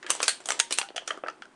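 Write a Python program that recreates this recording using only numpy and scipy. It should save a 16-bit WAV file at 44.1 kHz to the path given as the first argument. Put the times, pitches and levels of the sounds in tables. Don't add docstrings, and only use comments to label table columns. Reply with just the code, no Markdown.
import sys
import numpy as np
from scipy import signal
from scipy.fft import rfft
from scipy.io import wavfile
from scipy.ndimage import uniform_filter1d

SR = 44100
rng = np.random.default_rng(int(sys.argv[2]) if len(sys.argv) > 2 else 0)


def output_pcm(signal):
    pcm = np.clip(np.atleast_2d(signal).T, -1, 1) * 32767
    wavfile.write(sys.argv[1], SR, np.round(pcm).astype(np.int16))


N = 68355
HZ = np.fft.rfftfreq(4096, 1 / SR)


def amp(db):
    return 10 ** (np.asarray(db) / 20)


def unit_rms(x):
    return x / np.sqrt(np.mean(x ** 2) + 1e-20)


def curve(points, hz=HZ):
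    point_hz, values = np.transpose(points)
    return np.interp(np.log(hz + 1), np.log(point_hz + 1), values)


def add(mix, start_s, sound):
    part = mix[round(start_s * SR):][:len(sound)]
    part += sound[:len(part)]


def eq(x, gain_db):
    log_gain = np.log(amp(np.r_[gain_db, gain_db[-2:0:-1]]))
    taps = np.fft.ifft(np.exp(np.conj(signal.hilbert(log_gain)))).real
    return signal.fftconvolve(x, taps[:len(HZ)])[:len(x)]


# frequency in Hz, relative gain in dB.
ROOM_TONE_EQ = [(25, -10.5), (60, -22.5), (110, -13), (170, -7), (260, 1), (370, -1.5), (600, -24.5),
                (1200, -7), (2500, -15.5), (5000, -30), (9000, -23.5), (12000, -29.5)]

def room_tone(level_db=-58.5, hum_hz=386, hum_width_hz=17, hum_boost_db=8):
    hum = hum_boost_db / (1 + ((HZ - hum_hz) / hum_width_hz) ** 2)
    return amp(level_db) * unit_rms(eq(rng.standard_normal(N), curve(ROOM_TONE_EQ) + hum))


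# time in seconds, level in dB.
CRACKLE_SWELLS = [(0, -64), (.06, -76), (.1, -37), (.17, -49), (.22, -44), (.285, -35), (.36, -85),
                  (.43, -60), (.5, -40.5), (.56, -48), (.66, -72), (.73, -41.5), (.78, -57), (.87, -73),
                  (1.0, -81), (1.1, -51), (1.2, -78), (1.55, -76.5)]
CREAK_SWELLS = [(0, -69), (.05, -51.5), (.15, -48.5), (.22, -49), (.35, -56.5), (.42, -63.5), (.52, -43.5),
                (.66, -58.5), (.82, -65), (.92, -64.5), (1.02, -52.5), (1.07, -60), (1.13, -42),
                (1.21, -68.5), (1.28, -45), (1.36, -60.5), (1.55, -63)]
# frequency in Hz, relative gain in dB.
CRACKLE_EQ = [(100, -25), (500, -8.5), (1500, 5), (4000, 5), (9000, -0.5), (12000, -6)]
CREAK_EQ = [(60, -28.5), (200, -11), (380, 2.5), (650, 4.5), (950, 4), (1400, -3.5), (2300, -25),
            (5000, -16), (12000, -47)]

def creasing(swells, colour, slips_per_s, spread_db=4):
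    sizes = amp(spread_db * np.minimum(rng.exponential(1, N), 2.3))
    signs = rng.choice([-1, 1], N)
    slipping = rng.random(N) < slips_per_s / SR
    slips = eq(sizes * signs * slipping, curve(colour))
    level_db = np.interp(np.arange(N) / SR, *np.transpose(swells))
    return unit_rms(slips) * amp(level_db)


# frequency in Hz, seconds to fall 60 dB.
REVERB_T60 = [(150, 0.64), (400, 0.31), (1000, 0.16), (3000, 0.26), (6000, 0.22), (10000, 0.18)]
# delay in seconds, level in dB against the tail.
REFLECTIONS = [(.0047, 2), (.0092, -2.5), (0.0127, -4.5), (0.016, -9.5)]
# frequency in Hz, relative gain in dB.
REVERB_EQ = [(100, -3), (350, -2), (700, -5), (1500, 0.5), (3000, -1), (6000, -0.5), (9000, 1.5),
             (12000, -1)]

def reverb(predelay_s=0.0026, build_s=0.0079, smear_s=0.0029, gain_db=3.5):
    t = np.arange(SR // 3) / SR
    hz, age_s, bands = signal.stft(rng.choice([-1., 1.], len(t)), SR, nperseg=256)
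    fade = 10 ** (-3 * age_s / curve(REVERB_T60, hz)[:, None])
    tail = signal.istft(bands * fade, SR, nperseg=256)[1][:len(t)]
    early = sum(amp(db) * np.exp(-((t - delay_s) / smear_s) ** 2) for delay_s, db in REFLECTIONS)
    build = np.clip((t - predelay_s) / build_s, 0, 1)
    response = tail * (build + early)
    return eq(response / np.linalg.norm(response), gain_db + curve(REVERB_EQ))


def burst(decay_s, rise_s=0.00085, smoothing_hz=900):
    t = np.arange(len(HZ)) / SR
    noise = rng.standard_normal(len(t)) * (1 - np.exp(-t / rise_s)) * np.exp(-t / decay_s)
    power = abs(rfft(noise, 2 * len(HZ) - 2)) ** 2
    broad_power = abs(uniform_filter1d(power, int(smoothing_hz / HZ[1])))
    return eq(noise, -10 * np.log10(broad_power + 1e-9))


# start
# in seconds, level in dB at 1300 Hz before trim, resonances and can EQ, then low, # presence, treble and top in
# dB against that level, three panel resonances in Hz, decay in # milliseconds, reverb send in dB.
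SNAP_CUES = [(0.0279, -5, -17, -7.5, -13.5, -26, 340, 1790, 6980, 1.9, -6.5),
             (0.0445, -16.5, 2, 2, -32, -31, 345, 1380, 1810, 1.3, -2),
             (0.0637, -8, -11, 6.5, -6.5, -7.5, 388, 1340, 1700, 3.3, -8),
             (0.0797, -14, -21, -3, -26, -27, 600, 1770, 2130, 1.3, -3),
             (0.096, -2, 0.5, -14, -3, -23, 336, 1570, 7880, 1.4, -5.5),
             (0.1028, 6.5, 1, 0, -0.5, 8.5, 1155, 2950, 6210, 2.16, -7.5),
             (0.1513, -11, 11.5, 0, 5, 5.5, 895, 1330, 7840, 0.37, -10),
             (0.2028, 6.5, 2.5, -7.5, -15.5, -20, 1190, 3240, 6100, 1.2, -9),
             (0.2168, -9.5, -4, -9, -8, 2.5, 1160, 4600, 7700, 1.7, -1),
             (0.2286, 2, -0.5, 2.5, 9.5, 6.5, 470, 1290, 2490, 1.9, -6),
             (0.2802, 8, -2.5, 6.5, 1, 7, 676, 1475, 4400, 1.9, -8),
             (0.2923, -7, -19, 7.5, 2, 9, 1720, 4300, 8680, 1.1, -1.5),
             (0.403, -9.5, 4, -8.5, -18, -12, 350, 5860, 7460, 2.8, -4),
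             (0.457, -6.5, 6, -10, 0.5, 3.5, 3240, 3430, 6660, 2.2, -12),
             (0.4719, -14.5, 2, -13, -3, 3.5, 1180, 3190, 8100, 1.1, -5.5),
             (0.4877, 7, -4.5, -7, -9, -5, 740, 3230, 7900, 1.07, -6.5),
             (0.5051, 16, -8.5, -17.5, -11, -12.5, 2150, 3020, 5970, 0.57, -11),
             (0.52, -6, 9.5, 11.5, -2, 3, 1240, 7340, 7670, 1.1, -12),
             (0.5927, -6, 1, 5.5, -0.5, 8.5, 2040, 3500, 6350, 0.6, -0.5),
             (0.599, 10.5, -7, 6, 2, -1.5, 1620, 6600, 8700, 2.7, -15.5),
             (0.7081, 0, 3, -4.5, -4.5, -3, 346, 2920, 5600, 1.26, -2.5),
             (0.724, -10.5, 5, 17, 14, 19.5, 1060, 2490, 4100, 1.8, -8),
             (0.7379, -17.5, -1, 9, 6, 12.5, 340, 4500, 9300, 1, -8.5),
             (0.7746, -10.5, -14, -8, 6, 2.5, 720, 2600, 3540, 2.3, 2.5),
             (0.7857, 11, -7, -2.5, -7.5, 1.5, 875, 2810, 5970, 1.06, -10.5),
             (0.8141, 3.5, -0.5, 5.5, -18, -17, 790, 4600, 5700, 1.9, -16),
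             (0.8287, -3.5, -5, -13, -15, -26, 790, 1450, 4300, 0.88, -5),
             (0.8876, -22.5, 8, 18, -1, -18, 696, 940, 4410, 0.9, -13.5),
             (0.9039, -11, 6.5, -9, -25, -31, 305, 736, 4440, 0.81, -11),
             (0.9465, -19.5, 13, -16, -17, -38, 648, 7400, 8050, 0.67, -4),
             (0.9609, -11.5, 11, 9.5, 1.5, -2.5, 665, 1150, 6100, 0.94, -4),
             (0.9641, -4, 1.5, 3, -5, -3, 720, 3290, 6000, 2, -13),
             (0.9788, 3.5, -9, 0, -13.5, -20, 690, 2950, 6900, 1.26, -11),
             (1.0209, -17, 10, -6, -24, -27, 728, 3520, 5940, 1.4, -21),
             (1.0757, -2.5, -6, -6, 2, -2, 1024, 2930, 5920, 2.5, -16),
             (1.078, 4.5, -2.5, -8, -17.5, -13, 3510, 5860, 6780, 1.4, -5),
             (1.1053, 15.5, -21, -32.5, -31, -39, 1980, 4360, 8700, 0.77, -10),
             (1.108, 8, -5.5, -7.5, -28, -23, 627, 3130, 5900, 0.63, -13.5),
             (1.1745, -6.5, 5, -21, -16.5, -21.5, 300, 1150, 3020, 1.3, -7.5),
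             (1.2369, 0, 14.5, -16.5, -52, -39, 1207, 2595, 3700, 0.77, -7.5),
             (1.262, 0.5, -4, -27, -39, -52.5, 639, 1590, 2090, 0.94, -12),
             (1.2713, 1, -8, -22, -32, -32, 560, 3270, 4750, 0.95, -5.5),
             (1.2836, 13, -21.5, -23, -26.5, -37, 560, 2630, 4520, 1.4, -12.5),
             (1.2993, -6.5, 0.5, -14, -13, -24, 1300, 3000, 5990, 1.1, -12),
             (1.4209, -5, -12.5, -3.5, -12, -27, 870, 1460, 8440, 1.1, -10),
             (1.4543, -17.5, -20, -7, -9, -15.5, 300, 943, 1542, 0.97, -15)]
# frequency in Hz, gain in dB.
CAN_EQ = [(25, -28), (60, -28.5), (110, -27.5), (200, -15), (330, -7), (500, 0.5), (10500, 0),
          (14000, -16.5)]
# centre in Hz, half-width in Hz, gain in dB.
PALM_CAVITY = [(665, 83, 2.5), (1005, 124, -15), (1314, 130, 5), (1787, 200, 4.5), (2200, 220, -3),
               (3284, 220, 6.5), (3760, 264, -7.5)]

def snaps(trim_db=-1, panel_boost_db=11, flattened_s=0.95):
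    out = np.zeros(N)
    cavity = sum(db / (1 + ((HZ - hz) / width_hz) ** 2) for hz, width_hz, db in PALM_CAVITY)
    for start_s, level_db, low, presence, treble, top, *panel_hz, decay_ms, send_db in SNAP_CUES:
        snap = amp(send_db) * reverb()
        add(snap, 0, burst(decay_ms / 1000))
        colour = curve([(560, low), (1300, 0), (3090, presence), (5820, treble), (8250, top)])
        for hz in panel_hz:
            width_hz = 107 + 0.027 * hz
            colour += panel_boost_db / (1 + ((HZ - hz) / width_hz) ** 2)
        if start_s > flattened_s:
            colour += cavity
        add(out, start_s, eq(snap, trim_db + level_db + colour + curve(CAN_EQ)))
    return out


# start in seconds, pitch in Hz, level in dB, seconds to fall 60 dB.
CAN_TONES = [(.043, 357, -37.5, .09), (0.2033, 1253, -29, 0.053), (.281, 1617, -29.5, 0.15),
             (.281, 717, -29, 0.028), (.505, 1233, -29, 0.13), (0.503, 6160, -16, 0.023),
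             (.599, 930, -35, 0.23), (.599, 960, -27, 0.042), (.599, 1910, -32, 0.089),
             (.786, 798, -35.5, 0.38), (.786, 862, -38.5, 0.19), (.786, 930, -36, .2),
             (.786, 2740, -23, 0.033), (.786, 4130, -25, .05), (1.106, 614, -34, 0.15)]

def ringing(rise_s=0.0031):
    out = np.zeros(N)
    t = np.arange(SR // 2) / SR
    attack = 1 - np.exp(-(t / rise_s) ** 2)
    for start_s, hz, level_db, t60 in CAN_TONES:
        envelope = attack * 10 ** (-3 * t / t60)
        add(out, start_s, amp(level_db) * envelope * np.sin(2 * np.pi * hz * t))
    return out


# start in seconds, level in dB.
AIR_PUFFS = [(0.102, -54), (0.119, -53), (0.458, -57), (.597, -50.5), (1.284, -77.5)]
# frequency in Hz, relative gain in dB.
PUFF_EQ = [(20, -4), (60, 0.5), (120, -5.5), (250, -27), (1000, -53.5)]

def puffs(decay_s=0.012):
    out = np.zeros(N)
    t = np.arange(SR // 8) / SR
    for start_s, level_db in AIR_PUFFS:
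        air = unit_rms(eq(rng.standard_normal(len(t)), curve(PUFF_EQ)))
        add(out, start_s, amp(level_db) * np.exp(-t / decay_s) * air)
    return out


def scene(crease_send_db=-4):
    crackle = creasing(CRACKLE_SWELLS, CRACKLE_EQ, slips_per_s=1200)
    creaks = creasing(CREAK_SWELLS, CREAK_EQ, slips_per_s=600)
    creases = crackle + creaks
    crease_reverb = amp(crease_send_db) * signal.fftconvolve(creases, reverb())[:N]
    return (creases + crease_reverb + ringing() + puffs() + room_tone() + snaps())[None]


# frequency in Hz, gain in dB.
MICROPHONE_EQ = [(20, -3.5), (9400, -1), (10000, -9), (10650, -9.5), (10850, -35.5), (11200, -47),
                 (11420, -14), (12100, -24), (12700, -37), (14000, -61)]

def record(dry, high_cut_hz=13000):
    heard = eq(dry[0], curve(MICROPHONE_EQ))
    high_cut = signal.firwin(511, high_cut_hz, window=("kaiser", 9), fs=SR)
    return signal.fftconvolve(heard, high_cut, "same")[None]


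dry = scene()
out = record(dry)
output_pcm(out)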